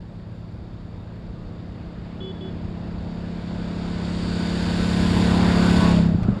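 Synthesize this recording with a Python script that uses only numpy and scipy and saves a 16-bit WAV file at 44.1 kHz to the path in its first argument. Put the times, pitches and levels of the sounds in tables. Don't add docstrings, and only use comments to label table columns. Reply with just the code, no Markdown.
import sys
import numpy as np
from scipy import signal
from scipy.fft import rfft, irfft, next_fast_len
from scipy.io import wavfile
from scipy.ndimage import uniform_filter1d, map_coordinates

SR = 44100
rng = np.random.default_rng(int(sys.argv[2]) if len(sys.argv) > 2 else 0)


def file_out(sig):
    cols = np.atleast_2d(sig).T
    lim = np.clip(cols, -1, 1)
    pcm = np.round(lim * 32767).astype(np.int16)
    wavfile.write(sys.argv[1], SR, pcm)


def gain_from_decibels(decibels):
    exponent = np.asarray(decibels, float) / 20
    return 10 ** exponent


N = 282240


def seconds():
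    return np.arange(N) / SR


def unit(x):
    return x / np.sqrt(np.mean(x ** 2) + 1e-20)


def curves(rows):
    s, *cols = np.transpose(rows)
    return [np.interp(seconds(), s, c) for c in cols]


def filtered(x, response):
    m = next_fast_len(N + 8192)
    spectrum = rfft(np.pad(x, 2048, "reflect"), m)
    return irfft(spectrum * response(np.fft.rfftfreq(m, 1 / SR)), m)[2048:N + 2048]


def wobble(rate):
    knots = rng.standard_normal(int(N * rate / SR) + 4)
    coarse = map_coordinates(knots, [np.arange(0, N + 64, 64) * rate / SR])
    return np.interp(np.arange(N) / 64, np.arange(len(coarse)), coarse)


def rush(spectrum, patchy_db):
    z = signal.stft(rng.standard_normal(N + 512), nperseg=512)[2]
    field = rng.standard_normal(z.shape)
    field = uniform_filter1d(uniform_filter1d(field, 5, 0), 10, 1)
    noise = signal.istft(z * gain_from_decibels(patchy_db * unit(field)), nperseg=512)[1][:N]
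    f, db = np.transpose(spectrum)
    return unit(filtered(noise, lambda hz: gain_from_decibels(np.interp(np.log(hz + 1), np.log(f), db, -120, -120))))


# (time abreast [s], closest distance [m], distance over which the camera shades [m])
PASS_BY = [
    (5.3, 2.26, 4.7),
    (6.12, 11.2, 1.26),
]


def passing(law):
    road_m_s = 14
    *near_db, air_db, shade_db, floor_db, rise_db = law
    power = gain_from_decibels(2 * (floor_db + rise_db * seconds()))
    for (s, miss_m, shade_m), db in zip(PASS_BY, near_db):
        along = road_m_s * (seconds() - s)
        r = np.hypot(along, miss_m)
        shade = shade_db / (1 + np.exp(-along / shade_m))
        power = power + gain_from_decibels(2 * (db - air_db * r - shade)) / r ** 2
    return 10 * np.log10(power)


# (frequency [Hz], level [dB per Hz])
RUMBLE_SPECTRUM = [(15, -21), (35, 7), (100, 2), (200, -6.5), (400, -24), (700, -47)]
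PACK_SPECTRUM = [(150, -27), (260, -0.5), (519, -6.5), (600, -5.5), (936, -14), (1220, -16.5), (2000, -28),
                 (2600, -53), (4400, -120)]
# (leader at 1 m [dB], twin at 1 m [dB], air loss [dB/m], shade [dB], floor [dB], rise [dB/s])
DRAUGHT = (-28.5, -7, 1.1, -9, -40.5, 0.54)


def wind():
    lumps = gain_from_decibels(1.2 * wobble(5))
    rumble = gain_from_decibels(passing(DRAUGHT)) * lumps * rush(RUMBLE_SPECTRUM, patchy_db=-1.0)
    pack_db = -51 + 1.88 * seconds()
    return rumble + gain_from_decibels(pack_db) * rush(PACK_SPECTRUM, patchy_db=1.0)


def firing(turns, orders, scatter_db, nulls=(), odd=(), size=1024):
    count = int(turns[-1]) + 6
    strength = scatter_db * rng.standard_normal(count)
    for s, db in odd:
        strength[round(turns[round(s * SR)])] += db
    k, db = np.transpose(orders)
    order = np.fft.rfftfreq(8 * size, 1 / size)
    level = gain_from_decibels(np.interp(order, [0, *k, k[-1] + 3], [-30, *db, -90]))
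    for null in nulls:
        level = level * np.tanh(4 * (order - null))
    high = np.clip(order - 10, 0, None)
    lag = .1 * high ** 2 + 2.6 * np.sin(1.9 * high) + 8 * np.pi * order - .4
    low = 1 / (1 + (order / 8.5) ** 10)
    pulses = np.zeros(count * size)
    pulses[::size] = gain_from_decibels(strength)
    shapes = irfft(level * np.exp(-1j * lag) * [low, 1 - low])
    cycle = signal.fftconvolve(pulses[None], shapes, axes=1)
    parts = np.array([np.interp((turns + 4) * size, np.arange(len(c)), c) for c in cycle])
    return parts / np.std(parts.sum(0))


# (time [s], firing rate [cycles/s], level [dB])
FAR_RIDE = [(0, 22.1, -41), (.6, 22.3, -42), (1.2, 22.8, -44), (2.2, 23.8, -42), (2.9, 24.3, -45),
            (4, 24.8, -47), (5, 25.3, -44), (6.4, 25.5, -47)]
LEADER_RIDE = [(0, 30.9, -50), (1.1, 30.6, -48), (2.1, 30.3, -43), (3, 29.9, -42), (3.9, 29.7, -40),
               (4.4, 29.6, -36), (4.8, 29.5, -33), (5.15, 29.1, -29), (5.6, 28.2, -31), (5.95, 27.6, -37),
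               (6.4, 27.2, -41)]
# (order [per cycle], level [dB])
FAR_VOICE = [(1, -21.5), (2, -8), (3, -26), (4, -0.5), (5, 9), (6, -3.5), (8, -27), (10, -10), (12, -27.5)]
LEADER_VOICE = [(1, -22), (2, -2.5), (3, 3), (4, -9), (5, -16), (6, -19.5), (7, -14), (8, -10), (9, -15),
                (10, -6), (11, -9.5), (12, -15.5), (14, -31), (16, -12), (20, -25.5)]


def other_bike(rows, orders, scatter_db, gain_db):
    speed, level_db = curves(rows)
    turns = np.cumsum(speed) / SR + 8
    return gain_from_decibels(level_db + gain_db + 1.3 * wobble(6.8)) * firing(turns, orders, scatter_db).sum(0), turns


SHUT_S = 6.137


def twin_turns():
    t = seconds()
    speed_m_s, miss_m, abreast_s = 14.9385, 3.098, 5.9726
    along = speed_m_s * (t - abreast_s)
    revs = 32.0049 + .1966 * t + .0214 * t ** 2 - 30 * np.clip(t - SHUT_S, 0, None)
    stretch = 1 + speed_m_s / 343 * along / np.hypot(along, miss_m)
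    return np.cumsum(revs / stretch) / SR + 8.149


# (time [s], level [dB])
TWIN_LEVEL = [
    (0.05, -42),
    (1.45, -40),
    (3.32, -31.5),
    (4.91, -23),
    (4.99, -20.5),
    (5.98, -16),
    (6.13, -19.5),
]
# (order [per cycle], level [dB])
TWIN_VOICE = [(1, -16), (2, -9.5), (3, -6), (4, -16), (5, 2.5), (6, -1), (7, -6), (8, -16.5), (9, -16),
              (10, -14), (11, -17), (12, -22), (13, -16.5), (14, -24), (15, -20.5), (16, -39), (17, -21),
              (18, -22), (19, -23.5), (20, -18), (21, -40.5), (22, -32.5), (23, -26.5), (24, -29.5),
              (25, -30.5), (26, -24), (27, -27.5), (28, -26.5), (29, -35), (30, -35)]
PIPE_NULLS = (1.5, 4.4, 9.5)
# (time [s], size change [dB])
ODD_FIRINGS = [
    (3.418, -9),
    (5.797, -12),
]
# (order [per cycle], level [dB])
GEAR_TEETH = [(20, -33), (22, -31), (27, -31), (29, -31), (43, -28), (47, -30)]
FLANK_TEETH = [(17, -23), (19, -25), (22, -30), (24, -27), (26, -38), (29, -19.5), (32, -21)]


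def twin():
    t, turns = seconds(), twin_turns()
    level_db, = curves(TWIN_LEVEL)
    abreast_s = 5.93
    bark_db = 1.8 - 7 * np.clip((t - abreast_s) / 0.16 + 0.52, 0, 1)
    throb, bark = firing(turns, TWIN_VOICE, scatter_db=.45, nulls=PIPE_NULLS, odd=ODD_FIRINGS)
    gears = sum(gain_from_decibels(db + 3 * wobble(5)) * np.sin(2 * np.pi * k * turns + .6 * wobble(14))
                for k, db in GEAR_TEETH)
    near = gain_from_decibels(np.clip(.7 * (level_db + 24), None, 0))
    near = near * np.clip((abreast_s - t) / .15 + 1, .15, 1)
    sweep = np.exp(-((t - 5.85) / 0.093) ** 4)
    flank = sum(gain_from_decibels(db + 1.4 * wobble(7)) * np.sin(2 * np.pi * k * turns + k * k + 0.42 * wobble(21))
                for k, db in FLANK_TEETH)
    fuel = np.clip((SHUT_S - t) / 0.009, 0, 1)
    load = .15 + .65 * fuel
    upper = load * bark + near * fuel * gears + sweep * flank
    return -gain_from_decibels(level_db + 1.04) * (gain_from_decibels(bark_db + 0.5 * wobble(3.72)) * upper + fuel * throb)


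# (frequency [Hz], level [dB per
# Hz])
ROAR_SPECTRUM = [(150, -17.5), (250, -10), (402, -11), (694, -15.5), (760, -15), (999, -14), (1270, -16),
                 (1420, -15), (2800, -26), (3640, -52), (6160, -120)]
HISS_SPECTRUM = [(1290, -4), (2200, -4.5), (3230, -3.5), (3680, 0.5), (4050, -5.5), (4580, 0),
                 (6050, -21.5), (6350, -22.5), (6780, -14.5), (7180, -14), (8240, -22.5), (9540, -22.5),
                 (11600, -36.5), (14500, -39.5), (15400, -45.5)]
# (leader at 1 m [dB], twin at 1 m [dB], air loss [dB/m], shade [dB], floor [dB], rise [dB/s])
ROAR_PASSING = (-29, -1.66, 0.36, 41, -57.5, 2)
HISS_PASSING = (-8.5, -3.5, 0.6238, 42.5, -63, 1.46)
TOP_PASSING = (-18, -13.5, 0.85, 47, -81, 1.86)


def riding(turns):
    roar_db, hiss_db, top_db = passing(ROAR_PASSING), passing(HISS_PASSING), passing(TOP_PASSING)
    roar = gain_from_decibels(roar_db + 0.31 * wobble(4.1)) * rush(ROAR_SPECTRUM, patchy_db=-1.7)
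    clatter = 1 + .06 * sum(np.cos(2 * np.pi * k * turns + k * k) for k in (1, 2, 3, 5, 6, 7))
    hiss = rush(HISS_SPECTRUM, patchy_db=0.5) * clatter
    low = filtered(hiss, lambda hz: 1 / (1 + (hz / 6100) ** 10))
    edge = filtered(hiss, lambda hz: 1 - 1 / (1 + (hz / 9500) ** 10))
    top = unit(hiss - low - edge + gain_from_decibels(top_db + 46) * edge)
    return roar + gain_from_decibels(hiss_db) * unit(low) + gain_from_decibels(top_db) * top


# (time [s], half length [s], pitch
# [Hz], width [Hz], level [dB])
TREAD_HOWLS = [(2.35, .65, 2800, 1600, -62), (4.55, .5, 4580, 300, -48.5), (4.22, .2, 8000, 1500, -62),
               (5.186, .045, 930, 160, -33), (5.4, .16, 850, 300, -35), (5.91, .04, 880, 90, -37),
               (6.3, .13, 1260, 350, -48), (5.98, .03, 620, 45, -33), (6.125, .02, 620, 90, -39),
               (6.237, .012, 614, 200, -41), (6.289, .006, 600, 200, -33)]


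def howls():
    t, white = seconds(), rng.standard_normal(N)
    out = np.zeros(N)
    for s, half, hz, width, db in TREAD_HOWLS:
        band = unit(filtered(white, lambda f: np.exp(-((f - hz) / width) ** 2)))
        out += gain_from_decibels(db) * np.exp(-((t - s) / half) ** 4) * band
    return out


# (start [s], end [s], level [dB], sag [dB])
HORN_PRESSES = [
    (2.204, 2.316, -38.5, -1),
    (2.408, 2.498, -41.5, -4),
]
# (harmonic [number], level [dB])
HORN_VOICE = [(1, 1), (2, -30), (3, -30), (8, -15.5), (9, -5.5)]


def horn():
    t, out = seconds(), np.zeros(N)
    for start, end, db, sag_db in HORN_PRESSES:
        since = np.clip(t - start, 0, None)
        gate = np.clip(since / 0.0014, 0, 1) * np.clip((end - t) / 0.0027 + 1, 0, 1)
        climb = 0.0071 * 0.018 * np.exp(-since / 0.0076)
        phase = 2 * np.pi * 378.5 * (since + climb)
        sag = sag_db * since / (end - start)
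        out += gate * sum(gain_from_decibels(db + 3.5 + level + sag * (k > 3)) * np.sin(k * phase) for k, level in HORN_VOICE)
    return out + gain_from_decibels(-16 + 4 * wobble(25)) * np.roll(out, round(.07 * SR))


# (time [s], level [dB], ring [Hz], boom [dB], crack [dB])
PIPE_BANGS = [
    (5.785, -7, 200, -1, -18),
    (6.1428, -3.5, 166, -1, -2),
    (6.179, -8.5, 190, -15, -24),
    (6.21, -11, 168, 2, -28),
    (6.246, -10, 171, 2, -26),
    (6.2805, -3, 208.5, -5, -6),
    (6.296, -13, 205.6, 3, -20),
    (6.321, -10, 195, -10, -20),
    (6.361, -15, 197, -1, -23),
]
# (time [s], level [dB], fall by 60 dB [s])
STONES = [
    (6.187, -50, .03),
    (6.229, -39, .07),
    (6.286, -47, .03),
]


def pops():
    out, ticks, t = np.zeros(N + SR), np.zeros(N), np.arange(SR // 4) / SR
    for s, db, hz, boom_db, crack_db in PIPE_BANGS:
        ring = np.sin(2 * np.pi * hz * t) + gain_from_decibels(boom_db) * np.sin(2 * np.pi * 109.5 * t)
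        crack = gain_from_decibels(crack_db - 60 * t / 0.038) * np.sin(2 * np.pi * 1.87 * hz * t)
        attack = np.sin(np.clip(t / 0.0088, 0, 1) * np.pi / 2) ** 2
        out[round(s * SR):][:len(t)] -= gain_from_decibels(db + 1.5 - 60 * t / 0.071) * attack * (ring + crack)
    for s, db, t60 in STONES:
        start = round(s * SR)
        tick = gain_from_decibels(db - 60 * t / t60) * np.clip(t / 0.0022, 0, 1)
        ticks[start:][:len(t)] += tick[:N - start]
    gravel = [(400, -3), (4500, -14), (6200, -23), (7300, -25), (10000, -32), (15000, -52)]  # (Hz, dB per Hz)
    return out[:N] + ticks * rush(gravel, patchy_db=-0.5)


def scene():
    far = other_bike(FAR_RIDE, FAR_VOICE, scatter_db=2.1, gain_db=1)[0]
    leader, turns = other_bike(LEADER_RIDE, LEADER_VOICE, scatter_db=2.1, gain_db=2.5)
    return (wind() + far + leader + twin() + riding(turns) + howls() + horn() + pops())[None]


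def low_pass(x):
    return signal.sosfilt(signal.butter(12, 15590, fs=SR, output="sos"), x)


# (frequency [Hz], level [dB per Hz])
MIC_SPECTRUM = [(200, 5), (7000, -3.5), (9000, -10.5), (12500, -11.5), (13300, -36.5)]


def record(dry):
    from_end = np.minimum(np.arange(N), np.arange(N)[::-1])
    ends = np.sin(np.pi / 2 * np.clip(from_end / 260, 0, 1)) ** 2
    mix = ends * (dry + gain_from_decibels(-75.0) * rush(MIC_SPECTRUM, patchy_db=4.0))
    return low_pass(mix)


dry = scene()
out = record(dry)
file_out(out)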